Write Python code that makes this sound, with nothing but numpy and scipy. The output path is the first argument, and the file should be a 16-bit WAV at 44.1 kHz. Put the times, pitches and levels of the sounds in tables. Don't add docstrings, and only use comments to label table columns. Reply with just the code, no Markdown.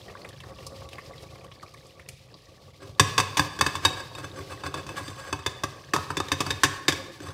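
import sys
import numpy as np
from scipy import signal
from scipy.fft import rfft, irfft
from scipy.io import wavfile

SR = 44100
rng = np.random.default_rng(int(sys.argv[2]) if len(sys.argv) > 2 else 0)


def store_pcm(level_fs):
    pcm = np.round(np.clip(level_fs, -1, 1) * 32767).astype(np.int16)
    wavfile.write(sys.argv[1], SR, np.atleast_2d(pcm).T)


N = 323253

# f/Hz, level/dB
SIMMER_SPECTRUM = [(18, -62), (30, -19.5), (134, 13.5), (239, -8.5), (540, -11), (844, -19.5),
                   (1160, -18.5), (1590, -27.5), (1760, -23.5), (2230, -21.5), (4910, -21.5), (6720, -30),
                   (16000, -41.5)]
# f/Hz, rough width/Hz, level/dB
POT_AIR_MODES = [(97, 41, 2.5), (535.6, 20, -11), (698, 120, -19), (1133.4, 25, -15)]
# t/s, level/dB, plate pitch/Hz, then relative to that level pot ring/dB, plate ring/dB,
# hollow knock/dB, hob thump/dB; last, contact time/s
RIM_KNOCKS = [(2.996, 2.5, 3602, -17.5, -24.5, -16.5, -17.5, 0.0065),
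              (3.179, -5.5, 3540, -12, -20, -12, -19, 0.012),
              (3.2, -9.5, 3640, -13, -22, -22, -17.5, 0.006),
              (3.37, -9, 3470, -15, -30, -11.5, -20.5, 0.013),
              (3.394, -3.5, 3535, -16, -26, -18, -19, 0.0019),
              (3.589, -19, 3420, -24, -19, -24, -12.5, 0.0058),
              (3.61, -4.5, 3700, -13, -30, -11.5, -20.5, 0.0054),
              (3.663, -13.5, 3640, -9, -21, -9, -14, .007),
              (3.753, -21, 3530, -10.5, -14.5, -15, -12.5, 0.011),
              (3.85, -4, 3730, -11, -14, -15.5, -20.5, 0.0064), (4.15, -32, 3690, -8, -11, -7, -10, 0.0053),
              (4.636, -35.5, 3670, 3, -12, 8, 3, 0.0047), (4.741, -26.5, 3550, -4.5, -13, -8, -12, .0041),
              (4.865, -30.5, 3370, -13, -25, -25, -9.5, 0.0096),
              (4.89, -32.5, 3560, -3, -20, -6, -9.5, 0.0038),
              (5.079, -25.5, 3590, -33, -18, -10, -8.5, .0073),
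              (5.327, -16.5, 3475, -7.5, -19, -0.5, -13, 0.0028),
              (5.391, -33.5, 3660, -11, -16, -7, -10, 0.0086),
              (5.462, -12, 3540, -15, -15.5, -14, -16.5, 0.0072),
              (5.635, -13, 3380, -19, -34, -6, -17.5, 0.0071),
              (5.935, -8, 3730, -16.5, -32, -4, -16.5, 0.015),
              (5.961, -15.5, 3800, -14, -41, 1, -16, 0.0052), (5.984, -34, 3680, -23, -35, 11.5, 1, 0.0028),
              (6.103, -21.5, 3770, -7, -29, 2, -12, 0.0018),
              (6.169, -13.5, 3540, -20, -14.5, -22, -13, .009),
              (6.201, -14, 3660, -14.5, -26.5, 0.5, -17.5, 0.0019),
              (6.284, -25.5, 3750, -35, -23, -25, -38, 0.0048),
              (6.317, -10, 3660, -13.5, -18.5, -24.5, -15, 0.008),
              (6.404, -10, 3740, -17, -30, -5.5, -15.5, .0084),
              (6.464, -21, 3630, -7, -32, -2.5, -14, 0.0059),
              (6.505, -12, 3700, -16, -15.5, -18, -16.5, 0.009),
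              (6.634, -2.5, 3755, -12.5, -34, -60, -18.5, 0.012),
              (6.881, -2, 3670, -22, -21.5, -17, -24, 0.012), (6.922, -17, 3400, -18, -22, -22, -14, 0.011),
              (7.202, -32, 3300, -19, -31, -26, -6, 0.005),
              (7.285, -30, 3800, -39, -28, -4.5, -6.5, 0.0041)]
# f/Hz, level/dB, t60/s
PLATE_MODES = [(1677, 5.5, 0.041), (2504, -2.5, 0.025), (3540, 8.5, 0.061), (4700, -2, 0.06),
               (5650, -43, 0.18), (7130, -7, 0.034)]
POT_MODES = [(751, -19, 0.21), (902.6, -7.5, 0.09), (1041, -6.5, 0.1), (1092, 8, 0.023),
             (1547, -8.5, 0.059), (1669, -5, 0.068), (2220, -20, 0.16), (2590, -4, 0.07),
             (2984, -13.5, 0.063), (4637, -4.5, 0.053), (5140, -14, 0.061), (6280, -13, 0.044),
             (6040, -19, 0.12), (7000, -41, 0.068), (7697, -11.5, 0.043), (8100, -11, 0.043),
             (8890, -14.5, 0.051), (10440, -19.5, 0.043), (12030, -27, 0.09), (13850, -24.5, 0.053)]
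HOB_MODES = [(95.5, -3, 0.25), (140.4, -6, 0.19), (198, -8.5, 0.068), (292.8, -2, 0.1),
             (335.5, -22.5, 0.15), (403, -5, 0.098), (538.5, -9.5, 0.14)]


def from_db(db):
    return 10 ** (np.asarray(db) / 20)


def unit_rms(x):
    return x / np.sqrt(np.mean(x ** 2) + 1e-20)


def unit_peak(x):
    return x / np.max(np.abs(x))


def automation(points):
    return np.interp(np.arange(N) / SR, *np.transpose(points))


def at_hz(points, hz):
    freqs, values = np.transpose(points)
    return np.interp(np.log(hz), np.log(freqs), values)


def add(out, start_s, x):
    i = round(start_s * SR)
    out[i:i + len(x)] += x[:N - i]


def butter(x, order, hz, kind):
    return signal.sosfilt(signal.butter(order, hz, kind, fs=SR, output="sos"), x)


def equalise(x, spectrum):
    hz = np.maximum(np.arange(2049) * SR / 4096, 1)
    cepstrum = irfft(at_hz(spectrum, hz) * np.log(10) / 20)
    cepstrum[1:2048] *= 2
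    cepstrum[2049:] = 0
    return signal.fftconvolve(x, irfft(np.exp(rfft(cepstrum))))[:len(x)]


def excite(response, x):
    return signal.fftconvolve(x, response / np.sqrt(np.sum(response ** 2)))[:N]


def drift(rate_hz):
    hop = 40
    pole = np.exp(-2 * np.pi * rate_hz * hop / SR)
    slow = signal.lfilter([1], [1, -2 * pole, pole * pole], rng.standard_normal(N // hop + 2002))[2000:]
    return np.interp(np.arange(N) / hop, np.arange(len(slow)), unit_rms(slow))


def grains(per_s, spread_db):
    sizes = from_db(spread_db * np.minimum(rng.exponential(1, N), 4)) * rng.choice([-1, 1], N)
    return sizes * (rng.random(N) < per_s / SR)


def ring(x, hz, t60):
    r, w = from_db(-60 / (t60 * SR)), 2 * np.pi * hz / SR
    return signal.lfilter([0, np.sin(w)], [1, -2 * r * np.cos(w), r * r], x + 1e-18)


def struck(modes, scatter_db=0, tuning=1, rise_s=0.0009, t60_scale=1):
    hz, db, t60 = np.transpose(modes)[:, :, None]
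    t, out = np.arange(SR // 3) / SR, 0
    decay = 1000. ** (-t / (t60_scale * t60))
    for side in (-1, 0, 1):
        detune, phase, scatter = rng.standard_normal((3, *hz.shape))
        pitch = hz * tuning + 0.8 * np.sqrt(hz) * (side + 0.39 * detune)
        gain = from_db(db - 5.24 * abs(side) + scatter_db * scatter)
        out = out + np.sum(gain * decay * np.sin(2 * np.pi * pitch * t + 2 * phase), axis=0)
    return out * (1 - np.exp(-t / rise_s))


def kitchen_reverb(x):
    decay_times = [(100, 1), (500, 0.88), (2000, 0.79), (6000, 0.51), (14000, 0.29)]
    t, tail = np.arange(int(.8 * SR)) / SR, 0
    edges_hz = 40 * 2. ** np.arange(10)
    for low, high in zip(edges_hz, edges_hz[1:]):
        band = butter(rng.standard_normal(len(t)), 2, [low, high], "band")
        tail = tail + band * 1000. ** (-t / at_hz(decay_times, np.sqrt(low * high)))
    tail *= np.clip((t - .003) / 0.0066, 0, 1)
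    return excite(tail, x)


def hob_hum(hz=50.3):
    return np.sin(2 * np.pi * hz * np.arange(N) / SR)


def knock_tail_power(rise_s=0.049, fall_s=0.12):
    out, t = np.zeros(N), np.arange(SR) / SR
    swell = (1 - np.exp(-t / rise_s)) * np.exp(-t / fall_s)
    for start_s, db, *_ in RIM_KNOCKS:
        add(out, start_s, (from_db(0.62 * db) * swell) ** 2)
    return out


def simmer():
    vigour = [(0, -46), (.3, -48.5), (.8, -46), (1.3, -48.5), (1.9, -54), (2.4, -55), (3, -51), (4.2, -46),
              (4.9, -44), (5.4, -55), (5.9, -52.5), (6.5, -50.5), (7.15, -52), (7.33, -51)]
    # level over the vigour/dB, factor on its swing, knock tail/dB
    band_mix = [(1, 0.95, -39.5), (0, 1.21, -37.5), (-8, 0.73, -38)]
    wash = equalise(rng.standard_normal(N), SIMMER_SPECTRUM)
    stirred_air = rng.standard_normal(N) * from_db(3.8 * drift(41))
    hollow = sum(from_db(db) * unit_rms(ring(stirred_air, hz, 2.6 / width))
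                 for hz, width, db in POT_AIR_MODES)
    bed = unit_rms(wash) + from_db(-3) * unit_rms(hollow)
    rumble = butter(bed, 3, 270, "low")
    gurgle = butter(bed, 2, [270, 1600], "band")
    fizz = butter(bed, 3, 1600, "high")
    bursts_db = 1.24 * drift(42)
    centre_db, tail_power, out = -50, knock_tail_power(), 0
    swing_db = automation(vigour) - centre_db
    for band, (db, depth, tail_db) in zip([rumble, gurgle, fizz], band_mix):
        power = from_db(centre_db + db + depth * swing_db) ** 2 + from_db(tail_db) ** 2 * tail_power
        flutter_db = bursts_db + 1.4 * drift(12.7) + 1.86 * drift(12)
        out = out + unit_rms(band) * np.sqrt(power) * from_db(flutter_db)
    return out


def bubbling():
    fader = [(0, -54.5), (.9, -58), (1.6, -58), (2.4, -64), (3, -65), (4.5, -57), (6, -56), (7.33, -68)]
    births = grains(per_s=230, spread_db=3.5)
    pitch_slot = rng.integers(0, 24, N)
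    bubbles = sum(ring(ring(births * (pitch_slot == k), hz, 39 / hz), hz, 5.8 / hz) / SR * hz
                  for k, hz in enumerate(np.geomspace(1600, 11000, 24)))
    spits = grains(per_s=650 * from_db(4.3 * drift(31)), spread_db=5.7)
    crackle = sum(ring(spits * (pitch_slot == k), hz, 2 / hz)
                  for k, hz in enumerate(np.geomspace(1700, 13000, 24)))
    bubbles = unit_rms(equalise(bubbles, SIMMER_SPECTRUM))
    crackle = unit_rms(equalise(crackle, SIMMER_SPECTRUM))
    return from_db(automation(fader)) * (bubbles + from_db(-1.5) * crackle)


def bubble_pops(t60=0.043):
    # t/s, puff peak/dB, f/Hz, then relative to the puff spray/dB, hollow/dB
    pops = [(0.0961, -41.5, 2450, -22, 2), (0.1507, -32.5, 1460, -31, -9), (0.246, -30, 2290, -18, -20),
            (0.288, -37, 3500, -3.5, -13), (0.402, -33.5, 3060, -14, -13), (0.4353, -38.5, 1680, -15, -7),
            (0.5853, -38, 2960, -39, -6), (0.6653, -31, 4730, 0.5, -7), (0.818, -45.5, 1400, -26, 9),
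            (0.8878, -34.5, 3540, -11, -23), (0.9296, -31.5, 2730, -11.5, -30),
            (0.9817, -32, 2030, -16, -8), (1.059, -39, 4940, -25, -36), (1.1788, -39, 3930, -20, -21),
            (1.2216, -54, 6000, 10, -37), (1.3548, -45, 2120, -8, 2), (1.443, -44.5, 2740, -2.5, 2),
            (1.5144, -39.5, 3300, -20, -7), (1.6272, -41.5, 4700, -6, 8), (1.7383, -46, 4470, -1.5, 4),
            (1.866, -51, 5040, 3.5, -29), (1.9948, -35.5, 2230, -15, -25), (2.0866, -35, 2590, 5, -42),
            (2.3402, -36, 4560, -28, -11), (2.454, -46.5, 5100, -28, -28)]
    out, t = np.zeros(N), np.arange(SR // 10) / SR
    for start_s, db, hz, spray_db, hollow_db in pops:
        burst = rng.standard_normal(len(t)) * 1000. ** (-t / t60) * np.minimum(t / .002, 1)
        puff = ring(ring(burst, hz, 8.6 / hz), hz, 3.4 / hz)
        spray = butter(burst, 2, [4500, 11000], "band")
        hollow = ring(burst, POT_AIR_MODES[-1][0], t60=0.027)
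        for layer, layer_db in (puff, 0), (spray, spray_db), (hollow, hollow_db):
            add(out, start_s, from_db(db + layer_db) * unit_peak(layer))
    return out


def plate_rubs():
    # centre t/s, level/dB, length/s, then relative to that level thump/dB, sheen/dB
    shakes = [(2.831, -50, 0.08, 6.5, -17), (3.844, -42.5, 0.08, 5, -25), (3.993, -40, 0.11, -8.5, -17),
              (4.185, -45, 0.074, 4, -20), (4.24, -43.5, 0.056, 5.5, -14), (4.317, -52, 0.061, 11, -12),
              (4.39, -39.5, .12, 3, -9.5), (4.519, -34, 0.077, -8, -12), (4.596, -48.5, 0.051, 5, -18),
              (4.66, -41, 0.089, 3.5, -20), (4.771, -37, 0.087, 2, -27), (4.91, -43.5, 0.13, -3, -23),
              (4.987, -37.5, 0.1, -3.5, -22), (5.045, -51.5, 0.11, -6, -1), (5.102, -49, 0.19, 0, -4),
              (5.199, -49.5, 0.11, -13, -9), (5.281, -42, 0.17, -8, -10), (6.502, -39, 0.079, -1, -5),
              (7.24, -42.5, 0.095, -1.5, -5), (7.3, -45, 0.071, -7, -17)]
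    hiss_spectrum = [(180, -44), (300, -31), (546, 5.5), (689, -7), (1100, 2.5), (1340, -12.5), (1640, 2),
                     (2100, -7.5), (4670, -10.5), (16000, -31)]
    t = np.arange(N) / SR
    tremble = from_db(-39.5) * np.sqrt(knock_tail_power())
    drag, press, skim = np.zeros(N), np.zeros(N), from_db(-9) * tremble
    for centre_s, db, length_s, thump_db, sheen_db in shakes:
        swell = from_db(db) * np.cos(np.pi * np.clip((t - centre_s) / length_s, -.5, .5)) ** 2
        drag += swell
        press += from_db(thump_db) * swell
        skim += from_db(sheen_db) * swell
    slips = unit_rms(grains(per_s=4000, spread_db=1.9) * from_db(4 * drift(34)))
    bodies = struck(POT_MODES) + from_db(-10.5) * struck(PLATE_MODES)
    softened = signal.lfilter([1], [1, -0.37], bodies)
    ringing = excite(softened, (from_db(0.5) * drag + tremble) * slips)
    sheen = excite(butter(bodies, 3, 3500, "high"), skim * slips)
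    pressure = press * rng.standard_normal(N)
    thump = excite(struck(HOB_MODES), pressure)
    hiss = from_db(-2) * drag * unit_rms(equalise(slips, hiss_spectrum))
    return hiss + thump + ringing + sheen


def plate_knocks():
    crack_spectrum = [(180, -39), (300, -0.5), (667, -22.5), (1640, -6), (3030, -13), (3580, -7),
                      (4160, -16.5), (4520, -13), (5900, -11.5), (16000, -34)]
    out, t = np.zeros(N), np.arange(SR // 20) / SR
    for start_s, db, plate_hz, pot_db, plate_db, hollow_db, thump_db, contact_s in RIM_KNOCKS:
        chatter = rng.standard_normal(len(t)) * np.exp(-t / contact_s) * np.minimum(t / .002, 1)
        db_per_octave = min(-1 - 0.1 * hollow_db, 1)
        pot_modes = [(hz, level + db_per_octave * np.log2(hz / 1000), t60) for hz, level, t60 in POT_MODES]
        plate_modes = np.array(PLATE_MODES)
        plate_modes[0, 1] += -17 - plate_db
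        tuning = plate_hz / PLATE_MODES[2][0]
        pot = struck(pot_modes, scatter_db=0.13)
        plate = struck(plate_modes, scatter_db=0.81, tuning=tuning, t60_scale=0.96)
        thump = struck(HOB_MODES, scatter_db=0.45, rise_s=0.0032)
        crack = unit_peak(equalise(chatter, crack_spectrum))
        hollow = unit_peak(ring(chatter, hz=1200, t60=0.012))
        layers = (pot, pot_db), (plate, plate_db), (thump, thump_db), (crack, -4.5), (hollow, hollow_db)
        for layer, layer_db in layers:
            add(out, start_s, from_db(db + layer_db) * layer)
    return out


def scene():
    hits = plate_knocks() + plate_rubs() + bubble_pops()
    room = from_db(-13.5) * kitchen_reverb(hits)
    mono = hits + room + simmer() + bubbling() + from_db(-64) * hob_hum()
    return np.array([mono, mono])


def record(dry):
    low_cut = butter(dry, 4, 55, "high")
    rounded = 1.2 * np.tanh(low_cut / 1.2)
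    return signal.sosfilt(signal.cheby2(12, 60, 16600, fs=SR, output="sos"), rounded)


dry = scene()
out = record(dry)
store_pcm(out)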